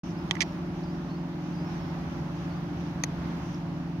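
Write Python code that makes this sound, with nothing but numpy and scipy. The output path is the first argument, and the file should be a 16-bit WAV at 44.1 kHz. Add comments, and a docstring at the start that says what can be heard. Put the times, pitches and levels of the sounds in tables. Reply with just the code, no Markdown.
"""Two far-off engines drone over a lily pond, and one of them slows a little.
Each drone is a stack of tones that follow the engine's speed and waver in the moving air.
A handled camera gives a few sharp clicks and creaks that ring its plastic shell, mostly on the right.
Small birds whistle thinly and chip. Behind it all lies a low outdoor rumble with a faint hiss,
and soft high rustles come and go."""
import sys
import numpy as np
from scipy import signal
from scipy.fft import rfft, irfft
from scipy.io import wavfile
from scipy.ndimage import uniform_filter1d

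SR = 44100
rng = np.random.default_rng(int(sys.argv[2]) if len(sys.argv) > 2 else 0)


def generate_wav(signal):
    """Clip the signal to [-1, 1] and save it as 16-bit WAV at the path in sys.argv[1]."""
    frames = np.transpose(np.atleast_2d(signal))
    scaled = np.clip(frames, -1, 1) * 32767
    pcm = np.round(scaled).astype(np.int16)
    wavfile.write(sys.argv[1], SR, pcm)


N = 176400  # 4 seconds

# How fast each engine runs: time_s, speed_hz
STEADY_ENGINE_SPEED = [(0, 21.7), (.8, 21.9), (1.7, 21.5), (2.6, 21.4), (3.3, 21.32), (4, 21.35)]
SLOWING_ENGINE_SPEED = [(0, 20.24), (1.4, 18.8), (1.95, 19.1), (2.4, 18.33), (4, 18.44)]
# The tones in each drone: multiple_of_speed, level_db
STEADY_ENGINE_TONES = [(7, -62), (8, -37), (10, -56.5), (12, -46), (13, -53.5), (14, -55.5), (16, -48),
                       (17, -62.5), (18, -69.5), (21, -68), (26, -60.5), (27, -59.5), (28, -66),
                       (29, -65.5), (33, -62.5)]
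SLOWING_ENGINE_TONES = [(4, -56), (6, -54), (8, -41), (10, -50.5), (12, -60.5), (14, -56.5), (16, -45),
                        (18, -53.5), (19, -62.5)]
# Camera clicks: start_s, snap_gain_db, creak_gain_db, creak_length_s, low_cut_hz, high_cut_hz,
# boost_hz, boost_db, left_minus_right_db
CAMERA_CLICKS = [(0.3106, -2.5, -25, 0.0066, 790, 7400, 3460, 11, -5),
                 (0.3524, -28, -35, 0.0053, 700, 11000, 1770, 14, -6),
                 (0.366, -39, -25.5, 0.0047, 905, 2300, 1800, 5.5, -6),
                 (0.4063, -6, -14.5, 0.0074, 1720, 6900, 5600, 3.5, -11),
                 (0.4178, -5, -18, 0.01, 1770, 7160, 4650, 5.5, -9),
                 (3.0369, -8.5, -18.5, 0.0068, 250, 11500, 6000, 2.5, 7)]
# The tones the camera's shell rings with: pitch_hz, fade_by_60_db_s, left_gain_db, right_gain_db
SHELL_TONES = [(1130, 0.0032, -26, -7), (1540, 0.0075, -22, -15), (1960, 0.012, -26, -6.5),
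               (2430, 0.0065, -26, -5), (3350, 0.0026, -45, -6.5), (4390, 0.0052, -10, -12),
               (5300, 0.0025, -27, -10), (6100, 0.0072, -5.5, -12), (7020, 0.0032, -28, -10.5),
               (8230, 0.0028, -15, -7), (11700, 0.0035, -15, -46)]
# Bird whistles: start_s, length_s, first_pitch_hz, dip_hz, second_pitch_hz, end_hz, level_db,
# level_change_db
BIRD_WHISTLES = [(.162, .085, 5200, 5150, 5100, 5000, -63, -7), (.39, .175, 5400, 5680, 5400, 4500, -66, 1),
                 (.822, .175, 4950, 4600, 5600, 3900, -60, -11),
                 (1.082, .15, 4420, 4300, 5150, 4200, -61, -10),
                 (1.522, .25, 4980, 4880, 5500, 4050, -60.5, -9),
                 (1.783, .15, 5380, 5300, 5350, 4300, -66, -3),
                 (2.468, .14, 4700, 4400, 4800, 5100, -66, -4)]
# Very short bird calls: middle_s, pitch_hz, level_db
BIRD_CHIPS = [(.108, 5300, -52.5), (.838, 5350, -57), (2.198, 5350, -58), (2.876, 5300, -64),
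              (3.547, 5350, -49.5)]
# When the rustles swell: middle_s, half_length_s, gain_db
RUSTLE_SWELLS = [(0.05, 0.066, 1), (0.79, .05, -3), (1.123, 0.075, -12), (1.479, 0.062, -3.5),
                 (1.74, 0.047, 0), (2.14, .06, -4), (2.417, .06, -3.5), (2.831, 0.062, -2),
                 (3.504, 0.076, 0.5)]
# How strong the rustles and the rumble are from low to high: frequency_hz, level_db_per_hz
RUSTLE_SPECTRUM = [(1000, -115), (2800, -87.5), (4200, -102.5), (5900, -90.5), (7000, -101), (9000, -111),
                   (15000, -128)]
RUMBLE_SPECTRUM = [(12, -102), (28, -82), (45, -68.5), (75, -65), (115, -65), (200, -64), (300, -69),
                   (400, -75), (490, -81), (590, -78), (820, -74), (1100, -77.5), (1500, -81.5),
                   (2000, -85.5), (3000, -90), (4000, -94), (5600, -95.5), (6500, -99.5), (7300, -103),
                   (8600, -106.5), (10500, -110), (15800, -113.5)]
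# How alike the background is on the two sides (1 is the same): frequency_hz, likeness
STEREO_LIKENESS = [(60, .993), (130, .98), (290, .96), (640, .68), (1410, .1), (3100, -.15), (15000, 0)]
# Which way the engines and the background lean: frequency_hz, left_minus_right_db
STEREO_BALANCE = [(60, -.5), (200, -.7), (350, 1.5), (700, -2.3), (1700, -2.5), (3000, 0), (5000, -2.5),
                  (8000, 0), (15000, 0)]
# Narrow gaps in the treble that the recorder picks up: middle_hz, width_hz
TREBLE_GAPS = [(7650, 520), (9580, 500)]


def engine(speeds, tones, waver_per_hz=.16 / 298, left_delay_s=.00013):
    """Tones locked to the engine's cycle. Moving air shakes each one, the high ones most."""
    cycles = np.cumsum(np.interp(np.arange(N) / SR, *np.transpose(speeds))) / SR
    out = np.zeros((2, N))
    for multiple, level_db in tones:
        hz = multiple * speeds[0][1]
        tone = np.exp(2j * np.pi * (multiple * cycles + rng.random()))
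        tone *= 1 + waver_per_hz * hz * drift(rate_hz=4.8)
        echo_shift = .17 * rng.uniform(-.11, 1)  # ground echoes shift the wave a little
        left_lag = 2 * np.pi * hz * left_delay_s + echo_shift
        both_sides = np.real([tone * np.exp(-1j * left_lag), tone])
        out += pan(read(STEREO_BALANCE, hz)) * amp(level_db) * np.sqrt(2) * both_sides
    return out


def camera_clicks(size=4096, slips_per_s=4700, left_delay_s=.000025):
    """A snap and a run of tiny slips ring the camera's shell; each spot favours its own pitch range."""
    t = np.arange(size) / SR
    hz = np.fft.rfftfreq(size, 1 / SR) + 1
    ring = rfft(shell_ring(t)) * np.exp(-2j * np.pi * np.outer([left_delay_s, 0], hz))
    out = np.zeros((2, N))
    for start_s, snap_db, creak_db, creak_s, low_hz, high_hz, boost_hz, boost_db, pan_db in CAMERA_CLICKS:
        slips = (rng.random(size) < slips_per_s / SR) * rng.choice([-1., 1.], size)
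        force = amp(snap_db) * (t == 0) + amp(creak_db) * slips * np.exp(-(t / creak_s) ** 2)
        boost = amp(boost_db * np.exp(-(np.log2(hz / boost_hz) / .25) ** 2))
        band = 1 / np.sqrt((1 + (low_hz / hz) ** 12) * (1 + (hz / high_hz) ** 6))
        click = irfft(ring * rfft(force) * causal(boost * band), size)
        add(out, start_s, amp(-6) * pan(pan_db) * click)
    return out


def shell_ring(t):
    """One tap on the plastic shell: a tick and a few tones that die away fast."""
    ring = amp(-11.5) * pan(-17) * np.exp(-t / .00026)  # the tick
    for k, (hz, fade_s, left_db, right_db) in enumerate(SHELL_TONES):
        tone = np.sin(2 * np.pi * hz * t + k * np.pi)  # every other tone starts downward
        ring += amp([[left_db], [right_db]]) * die_away(t, fade_s) * tone
    return ring


def birds():
    """Thin whistles and chips, with a faint echo from the banks."""
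    t = np.arange(N) / SR
    calls = np.zeros(N)
    for start_s, *call in BIRD_WHISTLES:
        add(calls, start_s, whistle(*call))
    for middle_s, hz, level_db in BIRD_CHIPS:
        rough_tone = (drift(rate_hz=450) * np.exp(2j * np.pi * hz * t)).real
        blip = np.exp(-((t - middle_s) / .004) ** 2)
        calls += amp(level_db) * np.sqrt(2) * blip * rough_tone
    tail = rng.standard_normal((2, SR)) * die_away(t[:SR], fade_s=.35)
    echo = signal.fftconvolve(calls[None], tail / np.linalg.norm(tail[0]), axes=1)[:, :N]
    return pan(-3) * (calls + amp(-7) * echo)


def whistle(length_s, first_hz, dip_hz, second_hz, end_hz, level_db, change_db):
    """A wobbling tone that scoops up, then in most calls dips, rises again and slides down."""
    scoop_s, fade_in_s, fade_out_s = .026, .008, .012
    t = np.arange(0, length_s, 1 / SR)
    # The pitch makes four smooth slides between five turning points.
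    turns_s = np.r_[0, scoop_s + (length_s - scoop_s) * np.r_[0, .22, .68, 1]]
    progress = np.interp(t, turns_s, np.arange(5))
    slide, along = np.minimum(progress.astype(int), 3), progress % 1
    curve = np.sin(np.pi * along / 2)
    eased = np.select([slide == 0, slide == 3], [curve, along ** 2], curve ** 2)
    hz = np.interp(slide + eased, np.arange(5), [.75 * first_hz, first_hz, dip_hz, second_hz, end_hz])
    wobble = drift(rate_hz=50)[:len(t)]
    tone = np.sin(2 * np.pi * np.cumsum(hz * (1 + .011 * wobble.real)) / SR)
    loudness = amp(level_db + change_db * t / length_s + 3.2 * wobble.imag)
    fades = np.clip(t / fade_in_s, 0, 1) * np.clip((length_s - t) / fade_out_s, 0, 1) ** .5
    return loudness * np.sqrt(2) * fades * tone


def rustles():
    """High, soft noise that comes and goes in short swells."""
    t = np.arange(N) / SR
    swells = sum(amp(gain_db) * np.exp(-.5 * ((t - middle_s) / half_s) ** 4)
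                 for middle_s, half_s, gain_db in RUSTLE_SWELLS)
    return swells * surrounding_noise(RUSTLE_SPECTRUM, patch_db=1.0)


def rumble():
    """Low outdoor rumble and faint hiss, gently rising and falling."""
    return surrounding_noise(RUMBLE_SPECTRUM, patch_db=.82) * amp(1.5 * drift(rate_hz=1.5).real)


def surrounding_noise(spectrum, patch_db, size=1024):
    """Noise from all around, with drifting louder and softer patches from low to high."""
    frames = dict(nperseg=size, noverlap=size * 3 // 4)
    left, other = signal.stft(rng.standard_normal((2, N)), **frames)[2]
    likeness = read(STEREO_LIKENESS, np.fft.rfftfreq(size, 1 / SR))[:, None]
    right = likeness * left + np.sqrt(1 - likeness ** 2) * other
    patches = uniform_filter1d(rng.standard_normal(left.shape), size=12, axis=0)  # smooth over pitch
    patches = unit_level(uniform_filter1d(patches, size=14, axis=1))  # and over time
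    noise = signal.istft(np.array([left, right]) * amp(patch_db * patches), **frames)[1][:, :N]
    hz = np.fft.rfftfreq(N, 1 / SR)
    level_db = read(spectrum, hz) + np.outer([.5, -.5], read(STEREO_BALANCE, hz))
    return irfft(rfft(noise) * amp(level_db), N) * np.sqrt(SR / 2)


def drift(rate_hz):
    """A smooth random wander; its real and imaginary parts move independently."""
    noise = rng.standard_normal(N) + 1j * rng.standard_normal(N)
    return unit_level(np.fft.ifft(noise * np.exp(-(np.fft.fftfreq(N, 1 / SR) / rate_hz) ** 2)))


def causal(gain):
    """Turns a gain curve into a filter that rings only after it is struck."""
    log_gain = np.log(np.maximum(gain, 1e-4))
    mirrored = np.r_[log_gain, log_gain[-2:0:-1]]
    return np.exp(np.conj(signal.hilbert(mirrored)))[:len(gain)]


def die_away(t, fade_s):
    """A fade that falls 60 dB in fade_s."""
    return np.exp(-np.log(1000) * t / fade_s)


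def amp(db):
    """Turns decibels into a gain."""
    return 10 ** (np.asarray(db) / 20)


def unit_level(x):
    """Scales a signal to an average (rms) level of 1."""
    return x / np.sqrt(np.mean(abs(x) ** 2) + 1e-20)


def read(table, hz):
    """Reads between a table's rows, spacing frequencies by octaves."""
    row_hz, values = np.transpose(table)
    return np.interp(np.log(hz + 1), np.log(row_hz + 1), values)


def pan(left_minus_right_db):
    """Left and right gains that lean a sound to one side."""
    return amp(np.array([[left_minus_right_db], [-left_minus_right_db]]) / 2)


def add(mix, start_s, sound):
    """Mixes a sound in at its start time."""
    part = mix[..., max(round(start_s * SR), 0):][..., :sound.shape[-1]]
    part += sound[..., :part.shape[-1]]


def scene():
    """Engines, rumble, rustles and birds far off; the camera close by."""
    steady = engine(STEADY_ENGINE_SPEED, STEADY_ENGINE_TONES)
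    slowing = engine(SLOWING_ENGINE_SPEED, SLOWING_ENGINE_TONES)
    return steady + slowing + rumble() + rustles() + birds() + camera_clicks()


def record(dry, gap_depth_db=21.5, silence_s=.033, fade_in_s=.004, top_hz=15800):
    """A brief silence, then a quick fade-in. The treble has two narrow gaps and loses its very top."""
    hz = np.fft.rfftfreq(N, 1 / SR)
    cut_db = sum(gap_depth_db / (1 + (2 * (hz - middle_hz) / width_hz) ** 2)
                 for middle_hz, width_hz in TREBLE_GAPS)
    fade_in = np.clip((np.arange(N) / SR - silence_s) / fade_in_s, 0, 1)
    sound = irfft(rfft(dry) * amp(-cut_db), N) * fade_in
    low_pass = signal.firwin(511, top_hz, window=("kaiser", 9), fs=SR)
    return signal.oaconvolve(sound, low_pass[None], "same")


dry = scene()
out = record(dry)
generate_wav(out)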